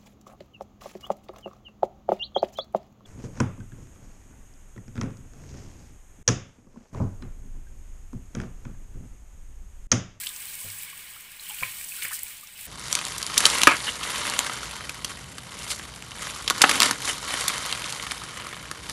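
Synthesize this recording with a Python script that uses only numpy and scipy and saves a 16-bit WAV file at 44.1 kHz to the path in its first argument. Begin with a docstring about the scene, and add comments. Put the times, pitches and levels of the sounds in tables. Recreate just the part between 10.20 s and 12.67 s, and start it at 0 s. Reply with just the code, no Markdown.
"""A tap's jet spatters on the glaze of a ceramic basin in a small tiled bathroom, hushed while cupped hands catch it.
The spatter is shaped noise with droplet bursts and tiny bubbles; the gurgle is noise and bubbles ringing in the bowl.
Water falls back from the hands as splats (noise bursts), plops and drips (single bubbles with rising pitch).
The basin is knocked a few times (decaying modes), and a low hum lies beneath."""
import sys
import numpy as np
from scipy import signal
from scipy.fft import rfft, irfft
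from scipy.io import wavfile

SR = 44100
rng = np.random.default_rng(int(sys.argv[2]) if len(sys.argv) > 2 else 0)


def file_out(sig):
    """Save sig as 16-bit WAV at sys.argv[1]."""
    # one column per channel
    cols = np.atleast_2d(sig).T
    # limit, then scale
    lim = np.clip(cols, -1, 1)
    pcm = np.round(lim * 32767).astype(np.int16)
    wavfile.write(sys.argv[1], SR, pcm)


N = 108882   # samples

# Course of the jet, joined by straight lines: start_s [s], hiss_db [dB rms], gurgle_db [dB rms]
JET_COURSE = [(0, -34.5, -44.5), (.12, -39, -46), (.3, -37.5, -48), (.47, -38.5, -46), (.645, -38, -47),
              (0.669, -43.5, -47), (.9, -43.5, -49), (1.1, -46.5, -49), (1.19, -46, -50.5),
              (1.235, -38, -46), (1.33, -39, -46.5), (1.42, -34, -43.5), (1.445, -36, -40),
              (1.53, -38, -45), (1.7, -36.5, -48.5), (1.817, -37, -41), (1.824, -32, -36.5),
              (1.87, -37, -39.5), (1.9, -41, -42), (1.94, -32, -46.5), (1.98, -41, -46.5),
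              (2.07, -39.5, -48), (2.16, -44, -49), (2.35, -46.5, -50), (2.41, -39, -46),
              (2.469, -38.5, -43.5)]
# Colour of water striking the glaze: pitch_hz [Hz], gain_db [dB, relative]
SPATTER_COLOUR = [(1200, -9), (2300, -8.5), (3500, -13.5), (4180, -10), (5990, -11.5), (7200, -7.5),
                  (7890, -2.5), (8300, 0), (9480, -5.5), (10900, -4), (12600, -7), (14000, -4.5),
                  (15100, -0.5), (15600, -5)]
DROPLETS_PER_S, DROPLET_DECAY_S = 900, 0.00096   # the rate is nominal and wanders
DROPLET_SPREAD_DB, DROPLET_SHARE_DB = 4, -3.5
FIZZ_PER_S, FIZZ_CYCLES, FIZZ_SHARE_DB = 300, 50.7, -8.5   # tiny high bubbles
SPATTER_LOW_HZ = 2704   # the hiss of the stream starts here


def droplet_patter():
    """Shot noise: random impacts, each a decaying noise burst in one of five registers."""
    born = rng.random(N) < DROPLETS_PER_S * amp(4 * drift(25)) / SR
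    sizes = born * amp(DROPLET_SPREAD_DB * np.minimum(rng.exponential(1, N), 4))
    register = rng.integers(0, 5, N)
    decay = np.exp(-1 / (DROPLET_DECAY_S * SR))
    patter = np.zeros(N)
    for k, hz in enumerate(np.geomspace(3000, 13000, num=5)):
        impacts = sizes * (register == k) + 1e-18   # the tiny offset keeps the filter off zero
        burst = signal.lfilter([1], [1, -decay], impacts) * rng.standard_normal(N)
        band = signal.butter(1, [hz / 2.69, hz * 1.695], "band", fs=SR, output="sos")
        patter += signal.sosfilt(band, burst)
    return rms_one(patter)


def spatter():
    """Broadband impact noise: a turbulent sheet, bubble fizz and droplets share one spectrum."""
    sheet = amp(0.854 * drift(5.9)) * rng.standard_normal(N)
    fizz = amp(FIZZ_SHARE_DB) * swarm(FIZZ_PER_S, 2800, 15062, FIZZ_CYCLES)
    droplets = amp(DROPLET_SHARE_DB) * droplet_patter()
    stream = colour(sheet + fizz + droplets, SPATTER_COLOUR)
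    high = signal.butter(4, SPATTER_LOW_HZ, "high", fs=SR, output="sos")
    start_s, hiss_db, _ = np.transpose(JET_COURSE)
    return amp(over_time(start_s, hiss_db)) * rms_one(signal.sosfilt(high, stream))


# Colour of the gurgle: pitch_hz [Hz], gain_db [dB, relative]
GURGLE_COLOUR = [(180, -51.5), (300, -11.5), (371, -10.5), (432, -11.5), (758, -23), (1100, -6.5),
                 (1320, -10.5), (1400, -6), (2040, 1), (2290, 2.5), (2500, 3.5), (3290, 1), (6000, -12),
                 (7800, -27), (13200, -120)]
# Air resonances of the bowl: pitch_hz [Hz], width_hz [Hz], level_db [dB, relative to the direct wash]
BOWL_RESONANCES = [(1005, 29.5, -2), (1221.5, 25.6, -1), (1423.3, 19, -0.5), (1633.4, 55.4, 0),
                   (1870, 17.6, 1), (2210, 54, 0.5), (2333.5, 27.4, -2), (2959.5, 39.3, 2.5)]
BUBBLES_PER_S, BUBBLE_CYCLES, BUBBLE_SHARE_DB = 1000, 14.59, -8.5
BRIGHTEN_S, BRIGHTEN_HZ, BRIGHTEN_DB = 2.1, 2600, -4   # from then on the gurgle below that pitch sinks


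def gurgle():
    """Forced resonance: a wash of noise and small bubbles excites the air modes of the bowl."""
    wash = amp(1.37 * drift(7.06)) * rng.standard_normal(N)
    wash += amp(BUBBLE_SHARE_DB) * swarm(BUBBLES_PER_S, 906.4, 5102, BUBBLE_CYCLES)
    rung = wash.copy()
    for pitch_hz, width_hz, level_db in BOWL_RESONANCES:
        r = np.exp(-np.pi * width_hz / SR)
        poles = [1, -2 * r * np.cos(2 * np.pi * pitch_hz / SR), r * r]
        rung += amp(level_db) * signal.lfilter([(1 - r * r) / 2, 0, (r * r - 1) / 2], poles, wash)
    body = rms_one(colour(rung, GURGLE_COLOUR))
    # the low part sinks over a tenth of a second
    low = signal.sosfiltfilt(signal.butter(4, BRIGHTEN_HZ, fs=SR, output="sos"), body)
    sink = (1 - amp(BRIGHTEN_DB)) * np.clip((np.arange(N) / SR - BRIGHTEN_S) * 10, 0, 1)
    start_s, _, gurgle_db = np.transpose(JET_COURSE)
    return amp(over_time(start_s, gurgle_db)) * (body - sink * low)


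# Splats of falling water: start_s [s], level_db [dB, before colouring], decay_s [s], pitch_hz [Hz, centre]
FALLING_SPLATS = [(.0365, -20.5, 0.00208, 6800), (.0614, -17, 0.00145, 12100),
                  (0.0685, -15.5, 0.00322, 3750), (.071, -16.5, 0.0016, 7000), (.0897, -18.5, 0.002, 9200),
                  (.161, -26, 0.0057, 6000), (0.22, -29, 0.003, 8900), (.2546, -14.5, 0.00103, 7940),
                  (0.3522, -25, 0.00245, 9000), (.501, -22, 0.00229, 5870), (0.5856, -25, 0.00327, 9120),
                  (0.6324, -20, 0.00208, 10400), (.905, -29, 0.0024, 11900), (1.207, -23, 0.00094, 9000),
                  (1.2331, -32.5, 0.0043, 9800), (1.2564, -26.5, 0.00177, 13000),
                  (1.289, -16, 0.00107, 13000), (1.294, -23.5, 0.0038, 11000), (1.3176, -24, 0.0026, 12000),
                  (1.3443, -25.5, 0.0047, 9000), (1.4245, -20.5, 0.008, 1290),
                  (1.4323, -18.5, 0.0074, 2200), (1.644, -24.5, 0.00323, 7950), (1.6916, -27, 0.0054, 8950),
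                  (1.7634, -23.5, 0.00324, 9050), (1.8209, -17.5, 0.0049, 3000), (1.8312, -21, 0.005, 8860),
                  (1.842, -17, 0.0025, 13000), (1.849, -19.5, 0.00328, 1625), (1.8514, -16.5, 0.0021, 7900),
                  (1.881, -23.5, 0.0045, 10000), (1.88, -28, 0.0028, 2200), (1.909, -25.5, 0.011, 1446),
                  (1.916, -24.5, 0.0037, 7000), (1.931, -21.5, 0.00207, 9000), (1.942, -22, 0.00238, 7900),
                  (1.947, -16, 0.00086, 11000), (1.952, -20.5, 0.00206, 5200), (1.964, -22.5, 0.002, 5500),
                  (1.99, -20, 0.00298, 6740), (2.0323, -7, 0.00128, 13250), (2.272, -33, 0.0028, 6400),
                  (2.39, -26, .004, 2600), (2.411, -23, 0.00164, 10000), (2.4533, -22, 0.00184, 10000)]
SPLAT_OCTAVES, SPLAT_ATTACK_S = 0.587, 0.000653   # spread of the colour about its centre; onset


def splats():
    """Transient impact noise: short bursts, each in its own register, tinted like the spatter."""
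    start_s, level_db, decay_s, pitch_hz = np.transpose(FALLING_SPLATS)
    t = np.arange(1024) / SR
    octaves = np.log2((np.arange(513) + 1) * SR / 1024 / pitch_hz[:, None])
    register = np.exp(-.5 * (octaves / SPLAT_OCTAVES) ** 2)
    noise = irfft(rfft(rng.standard_normal((len(start_s), len(t)))) * register)
    noise /= noise.std(axis=1, keepdims=True)
    shape = np.exp(-t / decay_s[:, None]) * (1 - np.exp(-t / SPLAT_ATTACK_S))
    return colour(lay(start_s, amp(level_db)[:, None] * shape * noise), SPATTER_COLOUR)


# Plops, one large bubble each: start_s [s], level_db [dB peak], pitch_hz [Hz, at start], cycles [periods]
BUBBLE_PLOPS = [(0.092, -34, 3520, 15.5), (0.483, -43.5, 1625, 6.9), (.633, -38, 2378, 10.8),
                (.729, -43, 1085, 9.5), (1.196, -31.5, 3976, 10.7), (1.296, -43, 981, 10.1),
                (1.3, -31.5, 2850, 8.2), (1.309, -29, 3020, 6.9), (1.268, -31.5, 3040, 6),
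                (1.306, -42.5, 825, 21), (1.342, -35, 2400, 12.8), (1.386, -32.5, 2850, 9),
                (1.409, -30.5, 2540, 6.1), (1.424, -28.5, 1005, 17.6), (1.433, -14, 2272, 9.47),
                (1.4375, -24, 2380, 4.5), (1.457, -37, 2210, 5.1), (1.477, -40.5, 2107, 15),
                (1.611, -36, 2304, 11.5), (1.72, -29.5, 2502, 12.1), (1.785, -40.5, 1405, 19.7),
                (1.823, -27, 2930, 11), (1.83, -28.5, 2195, 4.7), (1.85, -25, 1753, 4.54),
                (1.8525, -25, 2240, 9.9), (1.889, -33.5, 2146, 11.4), (1.864, -34, 1935, 10.5),
                (1.9385, -37.5, 2883, 12.2), (1.925, -31.5, 1752, 11.8), (1.987, -35, 2007, 9.9),
                (2.066, -36, 2350, 10.4), (2.272, -33.5, 5620, 8.7), (2.23, -43, 1170, 16)]


def plops():
    """Bubble resonance: each trapped volume of air rings as one damped sine."""
    start_s, level_db, pitch_hz, cycles = np.transpose(BUBBLE_PLOPS)
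    return bubbles(start_s, level_db, pitch_hz, cycles, rise=.012, swell=1.18)


# Drips, one closing bubble each: start_s [s], level_db [dB peak, before flutter], pitch_hz [Hz, at start],
# cycles [periods], rise [share of start pitch per quarter of its life]
CLOSING_DRIPS = [(.034, -31, 3850, 14.6, 0.047), (.035, -37, 1736, 12.8, 0.149),
                 (.062, -37.5, 3820, 16.6, 0.048), (.068, -26, 2600, 15, 0.141),
                 (.959, -42.5, 985, 17.1, 0.1684), (1.908, -37.5, 800.2, 21.8, 0.33)]
DRIP_FLUTTER_DB, DRIP_FLUTTER_HZ = 4, 150


def drips():
    """Rising bubble resonance: the pitch sweeps up as the bubble closes and its tone breaks up."""
    flutter = amp(DRIP_FLUTTER_DB * drift(DRIP_FLUTTER_HZ))
    return flutter * bubbles(*np.transpose(CLOSING_DRIPS), swell=1.248)


# Knocks on the basin: start_s [s], level_db [dB, strength of the blow]
BASIN_KNOCKS = [(.447, -50), (.4565, -54), (.4665, -48), (1.418, -49.5), (1.424, -41.5), (1.85, -52)]
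# Modes of the basin: pitch_hz [Hz], level_db [dB, relative], t60_s [s]
BASIN_MODES = [(99.4, -3, 0.335), (122.9, -4.5, 0.202), (163.3, -1.5, 0.0837), (232.5, 0.5, 0.053),
               (426, -4.5, 0.042), (535.4, 0, 0.092), (632, -4, 0.1)]
KNOCK_SOFT_HZ = 900   # a soft contact dulls the blow


def knocks():
    """Modal vibration: each blow strikes every basin mode with its own strength."""
    start_s, level_db = np.transpose(BASIN_KNOCKS)
    luck_db = rng.normal(0, 1.5, (len(start_s), len(BASIN_MODES)))
    ringing = np.zeros(N)
    for k, (pitch_hz, mode_db, t60_s) in enumerate(BASIN_MODES):
        blows = np.full(N, 1e-18)
        blows[(start_s * SR).astype(int)] = -amp(level_db + mode_db + luck_db[:, k])
        r, w = amp(-60 / (t60_s * SR)), 2 * np.pi * pitch_hz / SR
        ringing += signal.lfilter([0, np.sin(w)], [1, -2 * r * np.cos(w), r * r], blows)
    return signal.sosfilt(signal.butter(2, KNOCK_SOFT_HZ, fs=SR, output="sos"), ringing)


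ROOM_T60_S, ROOM_DB, WALL_CUT_HZ = .2, -16, 5000


def room(x):
    """Diffuse reverberation: tiled walls return a decaying, dulled noise tail after a 3 ms gap."""
    t = np.arange(SR // 2) / SR
    tail = rng.standard_normal(len(t)) * amp(-60 * t / ROOM_T60_S) * (t > .003)
    tail = signal.sosfilt(signal.butter(1, WALL_CUT_HZ, fs=SR, output="sos"), tail)
    return amp(ROOM_DB) * signal.fftconvolve(x, tail / np.sqrt(np.sum(tail ** 2)))[:N]


# Colour of the low hum: pitch_hz [Hz], gain_db [dB, relative]
HUM_COLOUR = [(12, 0), (20, -7), (61, -1), (133, -9), (166, -3.5), (357, -22), (484, -15.5), (767, -14.5),
              (900, -8), (1170, -57.5), (1980, -120)]
HUM_DB = -60.5   # nominal, before the swing and drift
HUM_FOLLOWS_JET = 0.306   # the basin rumbles with the jet: share of the hiss's swing in dB


def hum():
    """Filtered noise floor: a low rumble whose level partly follows the jet."""
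    start_s, hiss_db, _ = np.transpose(JET_COURSE)
    swing_db = HUM_FOLLOWS_JET * over_time(start_s, hiss_db - hiss_db.mean())
    level = amp(HUM_DB + swing_db + 1.1 * drift(9.4))
    return level * rms_one(colour(rng.standard_normal(N), HUM_COLOUR))


BUBBLE_SPREAD_DB, BUBBLE_RISE = 2.5, .015   # rise: share of start pitch per quarter of a bubble's life


def swarm(per_s, low_hz, high_hz, cycles):
    """Statistical bubble cloud: random times, sizes and pitches, scaled to rms 1."""
    draw = rng.random((3000, 4))
    draw = draw[draw[:, 3] < per_s * N / SR / 3000]   # thin out to the wanted rate
    level_db = -BUBBLE_SPREAD_DB * np.log(1 - .97 * draw[:, 1])
    pitch_hz = low_hz * (high_hz / low_hz) ** draw[:, 2]
    return rms_one(bubbles(draw[:, 0] * N / SR, level_db, pitch_hz, cycles, BUBBLE_RISE))


def bubbles(start_s, level_db, pitch_hz, cycles, rise, swell=1.86):
    """Bubble resonance: sines swell and die, their pitch rising as the bubble nears the surface."""
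    turns = np.arange(1300) / SR * pitch_hz[:, None]
    life = turns / np.reshape(cycles, (-1, 1)) * 4   # in quarters of the ringing length
    shape = (life / swell * np.exp(1 - life / swell)) ** swell   # peaks at 1
    phase = 2 * np.pi * turns * (1 + np.reshape(rise, (-1, 1)) * life / 2)
    return lay(start_s, amp(level_db)[:, None] * shape * np.sin(phase))


def lay(start_s, grains):
    """Superposition: sum one grain per row at its time."""
    out = np.zeros(N + grains.shape[1] + SR)
    np.add.at(out, (start_s * SR).astype(int)[:, None] + np.arange(grains.shape[1]), grains)
    return out[:N]


def colour(x, spectrum):
    """Minimum-phase filtering: a causal filter made from the spectrum by folding its cepstrum."""
    size = 4096
    hz, db = np.transpose(spectrum)
    gain_db = np.interp(np.log(np.arange(size // 2 + 1) * SR / size + 1), np.log(hz), db)
    cepstrum = irfft(np.log(amp(gain_db)))
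    cepstrum[1:size // 2] *= 2
    cepstrum[size // 2 + 1:] = 0
    return signal.fftconvolve(x, irfft(np.exp(rfft(cepstrum))))[:N]


def drift(rate_hz):
    """Random modulation: low-passed noise of rms 1."""
    r = np.exp(-2 * np.pi * rate_hz / SR)
    walk = signal.lfilter([1], [1, -2 * r, r * r], rng.standard_normal(N + SR))
    return rms_one(walk[SR:])   # the first second settles the filter


def over_time(start_s, values):
    """Linear interpolation: straight lines between the given times."""
    return np.interp(np.arange(N) / SR, start_s, values)


def amp(db):
    """Decibel law: level to amplitude gain."""
    return 10 ** (np.asarray(db) / 20)


def rms_one(x):
    """Power normalisation: scale to rms 1."""
    return x / np.sqrt(np.mean(x ** 2) + 1e-20)


def scene():
    """Superposition of jet, falling water and knocks, the last two reverberant, over a low hum."""
    events = splats() + plops() + drips() + knocks()
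    return (spatter() + gurgle() + events + room(events) + hum())[None]


def record(dry):
    """Band limiting: a steep low-pass cuts the top."""
    return signal.sosfilt(signal.ellip(12, .5, 60, 15600, fs=SR, output="sos"), dry)


dry = scene()
out = record(dry)
file_out(out)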